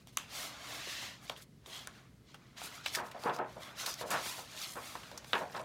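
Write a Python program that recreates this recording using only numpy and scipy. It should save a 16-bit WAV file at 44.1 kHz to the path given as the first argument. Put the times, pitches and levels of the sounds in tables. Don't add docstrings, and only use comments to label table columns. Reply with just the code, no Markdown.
import sys
import numpy as np
from scipy import signal
from scipy.fft import rfft, irfft
from scipy.io import wavfile
from scipy.ndimage import uniform_filter1d

SR = 44100
rng = np.random.default_rng(int(sys.argv[2]) if len(sys.argv) > 2 else 0)


def store_wav(level_fs):
    pcm = np.round(np.clip(np.atleast_2d(level_fs), -1, 1) * 32767)
    wavfile.write(sys.argv[1], SR, pcm.T.astype(np.int16))


N = 248854
TIME = np.arange(N) / SR


def from_db(db):
    return 10 ** (np.asarray(db) / 20)


def rms_one(x):
    return x / np.sqrt(np.mean(x ** 2) + 1e-20)


def at_hz(points, hz):
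    table_hz, values = np.array(points).T
    return np.interp(np.log(hz), np.log(table_hz), values)


def in_time(rows):
    s, *columns = np.transpose(rows)
    return [np.interp(TIME, s, column) for column in columns]


def butter(x, hz, kind, order=2):
    hz = np.clip(hz, 10, 0.45 * SR)
    sos = signal.butter(order, hz, kind, fs=SR, output="sos")
    return signal.sosfilt(sos, x + 1e-18)


def resonance(x, hz, width):
    r = np.exp(-np.pi * width / SR)
    feed = np.array([1, 0, -1]) * (1 - r * r) / 2
    feedback = [1, -2 * r * np.cos(2 * np.pi * hz / SR), r * r]
    return signal.lfilter(feed, feedback, x)


def coloured(x, spectrum):
    hz = np.maximum(np.fft.rfftfreq(N, 1 / SR), 1)
    return rms_one(irfft(rfft(x) * from_db(at_hz(spectrum, hz)), N))


def causal_response(spectrum, size):
    hz = np.maximum(np.fft.rfftfreq(size, 1 / SR), 1)
    cepstrum = irfft(np.log(from_db(at_hz(spectrum, hz))), size)[:size // 2]
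    return np.exp(rfft(2 * cepstrum, size) - cepstrum[0])


def drift(per_s):
    noise = rng.standard_normal(N + SR)
    return rms_one(butter(noise, per_s, "low")[SR:])


def grains(per_s, spread_db, largest=2.9):
    sizes = from_db(spread_db * np.minimum(rng.exponential(1, N), largest))
    signs = rng.choice([-1, 1], N)
    return rms_one(sizes * signs * (rng.random(N) < per_s / SR))


# (frequency [Hz], relative level per Hz [dB])
AMBIENCE = [(15, -62), (25, -33), (59, -10), (92, -14), (123, -4.5), (157, -10), (229, -12.5), (263, -14.5),
            (293, -18.5), (384, -20.5), (463, -23.5), (516, -26.5), (887, -37), (4490, -39.5), (16000, -50)]
AMBIENCE_DB = -60.5
HUM_HZ, HUM_DB = 120, -74.5


def background():
    air = from_db(AMBIENCE_DB) * coloured(rng.standard_normal(N), AMBIENCE)
    hum = from_db(HUM_DB) * np.sqrt(2) * np.sin(2 * np.pi * HUM_HZ * TIME)
    return air + hum


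# (frequency [Hz], time to fall 60 dB [s])
ROOM_T60 = [(150, 0.92), (1000, 0.1), (4000, 0.17), (15000, 0.27)]


def room(x, gap=0.0044):
    age = np.arange(SR // 2) / SR
    edges = np.geomspace(120, 16000, 8)
    tail = np.zeros(len(age))
    for low, high in zip(edges, edges[1:]):
        t60 = at_hz(ROOM_T60, np.sqrt(low * high))
        band = butter(rng.standard_normal(len(age)), [low, high], "band")
        tail += band * from_db(-60 * age / t60)
    tail *= age > gap
    tail /= np.sqrt(np.sum(tail ** 2))
    tail = butter(tail, 4900, "low", order=1)
    return signal.fftconvolve(x, tail)[:N]


# (average delay [s], gain)
ECHOES = [(.0009, 0.34), (.0021, -0.28), (.0037, .22)]


def page_echo(x, sway=0.1117):
    stretch = np.exp(sway * drift(1.5))
    return x + sum(gain * np.interp(TIME - lag * stretch, TIME, x) for lag, gain in ECHOES)


# (time of peak [s], hiss level [dB], swell [s],
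# fade [s], body level above the hiss [dB], sheen level above the hiss [dB])
STROKES = [ (0.01, -69.5, 0.033, 0.034, -1, -6), (0.087, -61.5, 0.017, 0.027, -7, -7),
           (0.135, -68, .02, 0.045, -6, -3), (0.184, -56, 0.014, 0.08, -3, -5),
           (0.37, -45, 0.062, 0.12, -6, -5), (0.441, -48, 0.076, 0.074, -2, -2.5),
           (0.53, -57.5, .05, 0.15, 2, -12), (0.75, -47.5, 0.16, 0.097, -1, -6.5),
           (0.93, -44, 0.15, .12, -10, -10), (1.03, -47, 0.054, 0.11, -6.5, -9.5),
           (1.245, -62.5, 0.035, 0.029, 4, 0), (1.288, -54.5, .025, 0.066, -8.5, -10),
           (1.375, -59, 0.013, 0.042, -1, -4), (1.425, -61.5, 0.017, 0.017, -13, 4.5),
           (1.668, -61, 0.0054, .07, -4, 1), (1.745, -51, 0.058, .11, -4, -7.5),
           (1.95, -65.5, 0.07, 0.11, 3.5, -10), (2.3, -64.5, 0.033, 0.07, -8, -18),
           (2.448, -72.5, 0.15, 0.19, 4.5, -25), (2.58, -52, .012, 0.079, -6.5, -9),
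           (2.654, -49, 0.053, 0.046, -3.5, -2), (2.76, -54, 0.083, 0.071, -1, -6.5),
           (2.874, -45.5, 0.033, 0.044, -10, -10.5), (2.957, -46.5, 0.045, 0.041, -3, -1.5),
           (3.065, -61, 0.037, 0.045, -8, -1), (3.16, -65.5, 0.06, 0.06, 5, -13),
           (3.235, -59, 0.05, 0.088, 3.5, 0.5), (3.347, -54, 0.017, 0.035, -9, -4.5),
           (3.51, -64.5, 0.054, 0.17, 4, -6), (3.622, -57.5, .03, 0.1, 2.5, -3.5),
           (3.69, -63.5, 0.037, 0.065, 11, -7.5), (3.808, -43.5, 0.036, 0.048, -6, -5),
           (3.89, -47, 0.048, 0.06, -7.5, -0.5), (4.012, -48, 0.045, 0.024, -4.5, -4.5),
           (4.078, -53.5, 0.026, 0.042, -11, -2), (4.114, -42.5, 0.0098, 0.049, -0.5, 0),
           (4.18, -47, 0.05, 0.092, -15, -11), (4.28, -44, 0.082, 0.097, -8.5, -1.5),
           (4.38, -51, 0.031, 0.078, -7, -1.5), (4.532, -55, 0.12, 0.046, -3.5, -8),
           (4.628, -46, 0.082, 0.08, -7, -4.5), (4.72, -59.5, 0.091, 0.13, -1.5, 4.5),
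           (4.855, -52, 0.062, 0.2, -1, -3.5), (5.06, -60, 0.12, 0.28, 1.5, -8),
           (5.28, -65, 0.027, 0.066, -5, 3), (5.375, -55.5, 0.11, 0.09, -3, -2.5),
           (5.57, -61.5, 0.094, 0.082, 4, -4)]
# (body level [dB], hiss level [dB], sheen level [dB])
RESTING_DB = (-81.5, -86.5, -87)
STROKE_SHAPE = 1.52
BODY_FOLLOWS, SHEEN_FOLLOWS = 0.74, 1.42


def stroke_levels():
    t = TIME[::32]
    power = from_db(RESTING_DB)[:, None] ** 2 + np.zeros(len(t))
    for s, db, swell, fade, body, sheen in STROKES:
        away = np.maximum((s - t) / swell, (t - s) / fade)
        drop = 10 * np.minimum(away ** STROKE_SHAPE, 20)
        levels = [db + body - BODY_FOLLOWS * drop,
                  db - drop,
                  db + sheen - SHEEN_FOLLOWS * drop]
        power = power + from_db(levels) ** 2
    return [np.interp(TIME, t, 10 * np.log10(band)) for band in power]


def creases(per_s=420, width=0.24):
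    pops = grains(per_s, spread_db=2.6)
    pitches = np.geomspace(1100, 13000, 12)
    dealt = rng.integers(0, len(pitches), N)
    ticks = np.zeros(N)
    for k, hz in enumerate(pitches):
        ticks += resonance(pops * (dealt == k) + 1e-18, hz, width * hz)
    return rms_one(ticks)


# (start time [s], end time [s], pitch [Hz], gain over the plain rub)
SPANS = [(0.785, 1.176, 1800, 1.8), (0.798, 1.157, 2700, 0.86), (1.678, 1.855, 920, 1),
         (1.67, 1.873, 3320, 1.2), (2.705, 2.854, 1450, 0.61), (2.955, 2.98, 1720, 2.2),
         (2.927, 2.972, 5570, 2.5), (3.166, 3.38, 4740, 1.2), (3.59, 3.722, 3380, 0.98),
         (3.761, 3.855, 1400, 1.2), (3.79, 3.96, 5940, 1.1), (3.847, 3.97, 5050, 2),
         (4.196, 4.375, 970, 2.9), (4.214, 4.365, 2000, 1.1)]
SPAN_WIDTH = 0.1


def ringing_spans(rub):
    rings = np.zeros(N)
    for start, end, hz, gain in SPANS:
        held = np.clip(np.minimum(TIME - start, end - TIME) / 0.019, 0, 1)
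        rings += gain * resonance(rub * held, hz, SPAN_WIDTH * hz)
    return rings


# (frequency [Hz], relative level per Hz [dB])
FRICTION = [(180, -35), (300, -2), (348, -13), (433, -0.5), (519, -2.5), (624, 2.5), (774, -2.5),
            (946, -3.5), (2100, 0.5), (2280, -1.5), (3890, 3.5), (6200, -3), (8090, -6), (15200, -12.5),
            (16000, -21)]
# (time [s], crinkle level relative to the fine slips [dB])
CREASING = [(0, -13), (1.1, -43), (1.25, -4.5), (1.7, -9), (2.5, -7.5), (2.9, -7.5), (3.9, -10), (4.3, -12),
            (4.7, -5), (5.05, -21.5), (5.6, 2)]


def sliding(judder_db=0.36, patchy_db=0.35):
    body_db, hiss_db, sheen_db = stroke_levels()
    crinkle_db, = in_time(CREASING)
    slips = grains(per_s=20000, spread_db=1.5) + from_db(crinkle_db) * creases()
    friction = page_echo(coloured(slips, FRICTION))
    bands = [(butter(friction, 1840, "low", order=4), body_db),
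             (butter(friction, [2200, 7300], "band", order=4), hiss_db),
             (butter(friction, 8200, "high", order=4), sheen_db)]
    judder = judder_db * drift(37)
    rub = np.zeros(N)
    for band, level_db in bands:
        patches = patchy_db * drift(43)
        rub += rms_one(band) * from_db(level_db + judder + patches)
    return rub + ringing_spans(rub)


# (frequency [Hz], width [Hz], level [dB])
SHEET = [(138, 22, -4), (195, 94, -6.5), (382.5, 90, -3), (419, 56, -3), (480, 43, -3.5), (561, 92, -5),
         (640, 51, -3.5), (722, 33, -4.5), (828, 27, -7.5), (908.5, 53, -4.5), (1040, 240, -8),
         (1224, 160, -7), (1262, 51, -4), (1390, 86, -5.5), (1476, 195, -8), (1800, 285, -8),
         (2180, 610, -12.5), (3010, 1500, -14), (3700, 600, -53)]


def popping_sheet(crinkle_db=-13):
    pops = grains(per_s=970, spread_db=-1.0)
    rings = np.zeros(N)
    for k, (hz, width, db) in enumerate(SHEET):
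        rings += (-1) ** k * from_db(db) * resonance(pops, hz, width)
    crinkle = rms_one(butter(pops, [500, 4000], "band"))
    return rms_one(rings) + from_db(crinkle_db) * crinkle


# (time of peak [s], level
# [dB], rise over the last 10 dB [s], # time to fall 60 dB [s], pitch of the bend [Hz])
BUCKLES = [(0.186, -48, 0.0093, .37, 2950), (0.875, -48, 0.005, .05, 487), (1.029, -51, 0.0035, 0.2, 775),
           (1.301, -34, 0.0017, 0.023, 680), (1.318, -50, 0.0083, 0.19, 990),
           (1.684, -55.5, 0.016, 0.085, 425), (1.874, -50.5, .002, 0.14, 1420),
           (2.568, -51.5, .0015, 0.14, 3000), (2.876, -51, 0.025, 0.1, 3100),
           (2.981, -36.5, 0.012, 0.41, 1010), (3.149, -43, 0.0026, 0.23, 720),
           (3.245, -41.5, .006, 0.23, 850), (3.26, -33.5, 0.0036, 0.29, 890),
           (3.298, -36.5, 0.024, 0.19, 960), (3.404, -34, .019, 0.26, 814),
           (3.572, -46.5, 0.0088, .22, 600), (3.835, -44.5, 0.0038, 0.16, 1170),
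           (3.878, -44, 0.014, 0.28, 1170), (4.013, -41.5, .002, 0.26, 890),
           (4.046, -42.5, 0.012, .26, 590), (4.123, -36.5, 0.02, 0.086, 1040),
           (4.148, -31.5, 0.016, 0.25, 1170), (4.261, -41, 0.0034, 0.056, 1050),
           (4.39, -46, 0.012, 0.18, 860), (4.55, -51.5, .004, 0.051, 1200), (4.758, -45, 0.0028, 0.22, 860),
           (4.769, -42.5, 0.0036, 0.2, 1030), (4.956, -43.5, 0.004, 0.1, 990), (5.12, -55, .006, 0.7, 518),
           (5.336, -31, .0013, 0.22, 1510), (5.362, -36.5, 0.015, 0.16, 965),
           (5.418, -37, 0.012, 0.26, 720), (5.55, -39.5, 0.006, 0.12, 980), (5.57, -47.5, 0.003, .26, 930),
           (5.607, -44.5, 0.022, 0.18, 730)]
BEND_EDGE = 1.95


def buckling(flutter_db=0.5, bend_gain=1.18, bend_width=0.36, low_edge=0.45):
    sheet = popping_sheet()
    out = np.zeros(N)
    for s, db, rise, t60, bend_hz in BUCKLES:
        bend = sheet + bend_gain * resonance(sheet, bend_hz, bend_width * bend_hz)
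        bend = butter(bend, BEND_EDGE * bend_hz, "low", order=3)
        bend = butter(bend, low_edge * bend_hz, "high", order=1)
        local_power = uniform_filter1d(bend ** 2, int(0.0188 * SR))
        bend = bend / np.sqrt(local_power + 1e-6)
        age = TIME - s
        shape_db = np.where(age < 0, -10 * (age / rise) ** 2, -60 * age / t60)
        out += bend * from_db(db + np.maximum(shape_db, -200))
    return out * from_db(flutter_db * drift(37))


# (time [s], level [dB],
# body level above that [dB], sheen level above that [dB], ring pitch [Hz], crack decay [s])
SNAPS = [(0.0726, -60, 5, 6, 3000, 0.0012), (0.172, -41.5, -2, 10.5, 6250, .0005),
         (0.1728, -40, 3.5, 6, 1150, .0008), (0.175, -35, -10, -21, 3000, 0.0012),
         (0.1835, -58, -7, 12, 7060, .004), (1.2973, -35.5, -8, -10, 3350, 0.0021),
         (1.2993, -41, 12.5, -13, 715, 0.00095), (1.3635, -51.5, -2, -18, 3260, 0.0048),
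         (1.661, -53, -2, -3, 3520, 0.0033), (1.873, -45.5, -0.5, 5, 1570, 0.0016),
         (2.3448, -47.5, 3.5, -7.5, 1430, 0.0075), (2.6173, -44.5, 2.5, -12, 710, .003),
         (2.8618, -28, -5.5, -11.5, 2360, 0.005), (2.9504, -28.5, -16, -4, 1720, .0065),
         (2.957, -39.5, -7, 2, 5350, 0.0033), (3.1147, -46.5, 0, -4, 2300, 0.0071),
         (3.2367, -46.5, 6, -5, 4000, 0.0019), (3.2597, -49.5, 24, -13, 830, 0.0045),
         (3.296, -39.5, 7, -21, 840, .0046), (3.3638, -50, 10, 2, 5200, .0024),
         (3.3882, -48.5, 5, -8, 1010, 0.0037), (3.5675, -64.5, 23.5, -14, 640, .0017),
         (3.633, -47, -9, -6, 3600, 0.0045), (3.8629, -35, -18, 3, 3980, 0.0079),
         (3.941, -46.5, -15, 5, 4980, .003), (4.0115, -45.5, 4, -5, 1000, 0.0023),
         (4.1057, -41.5, 3, 7.5, 1040, 0.0051), (4.954, -52, 10, -6, 996, 0.0031),
         (5.0344, -48.5, 0, -19, 2870, .003), (5.1154, -46.5, -3, -8, 916, 0.0032),
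         (5.1771, -46, 2, 2.5, 5800, 0.0055), (5.2455, -47.5, 0.5, -8, 1710, 0.0033),
         (5.3326, -27.5, 0, -20, 3620, 0.001), (5.334, -28, 0, -21, 1590, 0.0047),
         (5.354, -35, 8, -21, 1080, 0.00071), (5.5488, -45, 5, -23, 1590, .003),
         (5.565, -41.5, 7, -11.5, 5240, 0.0064), (5.5965, -53, 6, -6, 2330, .003)]
SNAP_BUILD_UP = 0.25


def snapping(crackle=0.21, body_db=4.5, sheen_db=-1.5, level_db=4.0, ring_gain=2.02, ring_width=0.14):
    size, lead = 2048, 256
    span = SR / 200
    age = (np.arange(size) - lead) / SR
    out = np.zeros(N + size)
    for s, db, body, sheen, ring_hz, decay in SNAPS:
        envelope = np.exp(np.minimum(age / (SNAP_BUILD_UP * decay), -age / decay))
        force = crackle * rng.standard_normal(size) * envelope
        force[lead] += 1
        low, top = body + body_db, sheen + sheen_db
        colour = [(100, low - 24), (350, low - 9), (650, low), (1150, low),
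                  (1800, 0), (3600, 0), (6500, top), (16000, top - 10)]
        snap = irfft(rfft(rms_one(force)) * causal_response(colour, size), size)
        snap = snap + ring_gain * resonance(snap, ring_hz, ring_width * ring_hz)
        start = round(s * SR) - lead
        out[start:start + size] += snap * np.sqrt(span / size) * from_db(db + level_db)
    return out[:N]


def scene(snap_room_db=-11, sheet_room_db=-15):
    snaps, sheets = snapping(), buckling()
    reflections = room(from_db(snap_room_db) * snaps + from_db(sheet_room_db) * sheets)
    mono = background() + reflections + sliding() + sheets + snaps
    return np.array([mono, mono])


CUTOFF_HZ = 16100


def record(dry):
    steep = signal.ellip(10, 0.1, 80, CUTOFF_HZ, fs=SR, output="sos")
    return signal.sosfilt(steep, dry)


dry = scene()
out = record(dry)
store_wav(out)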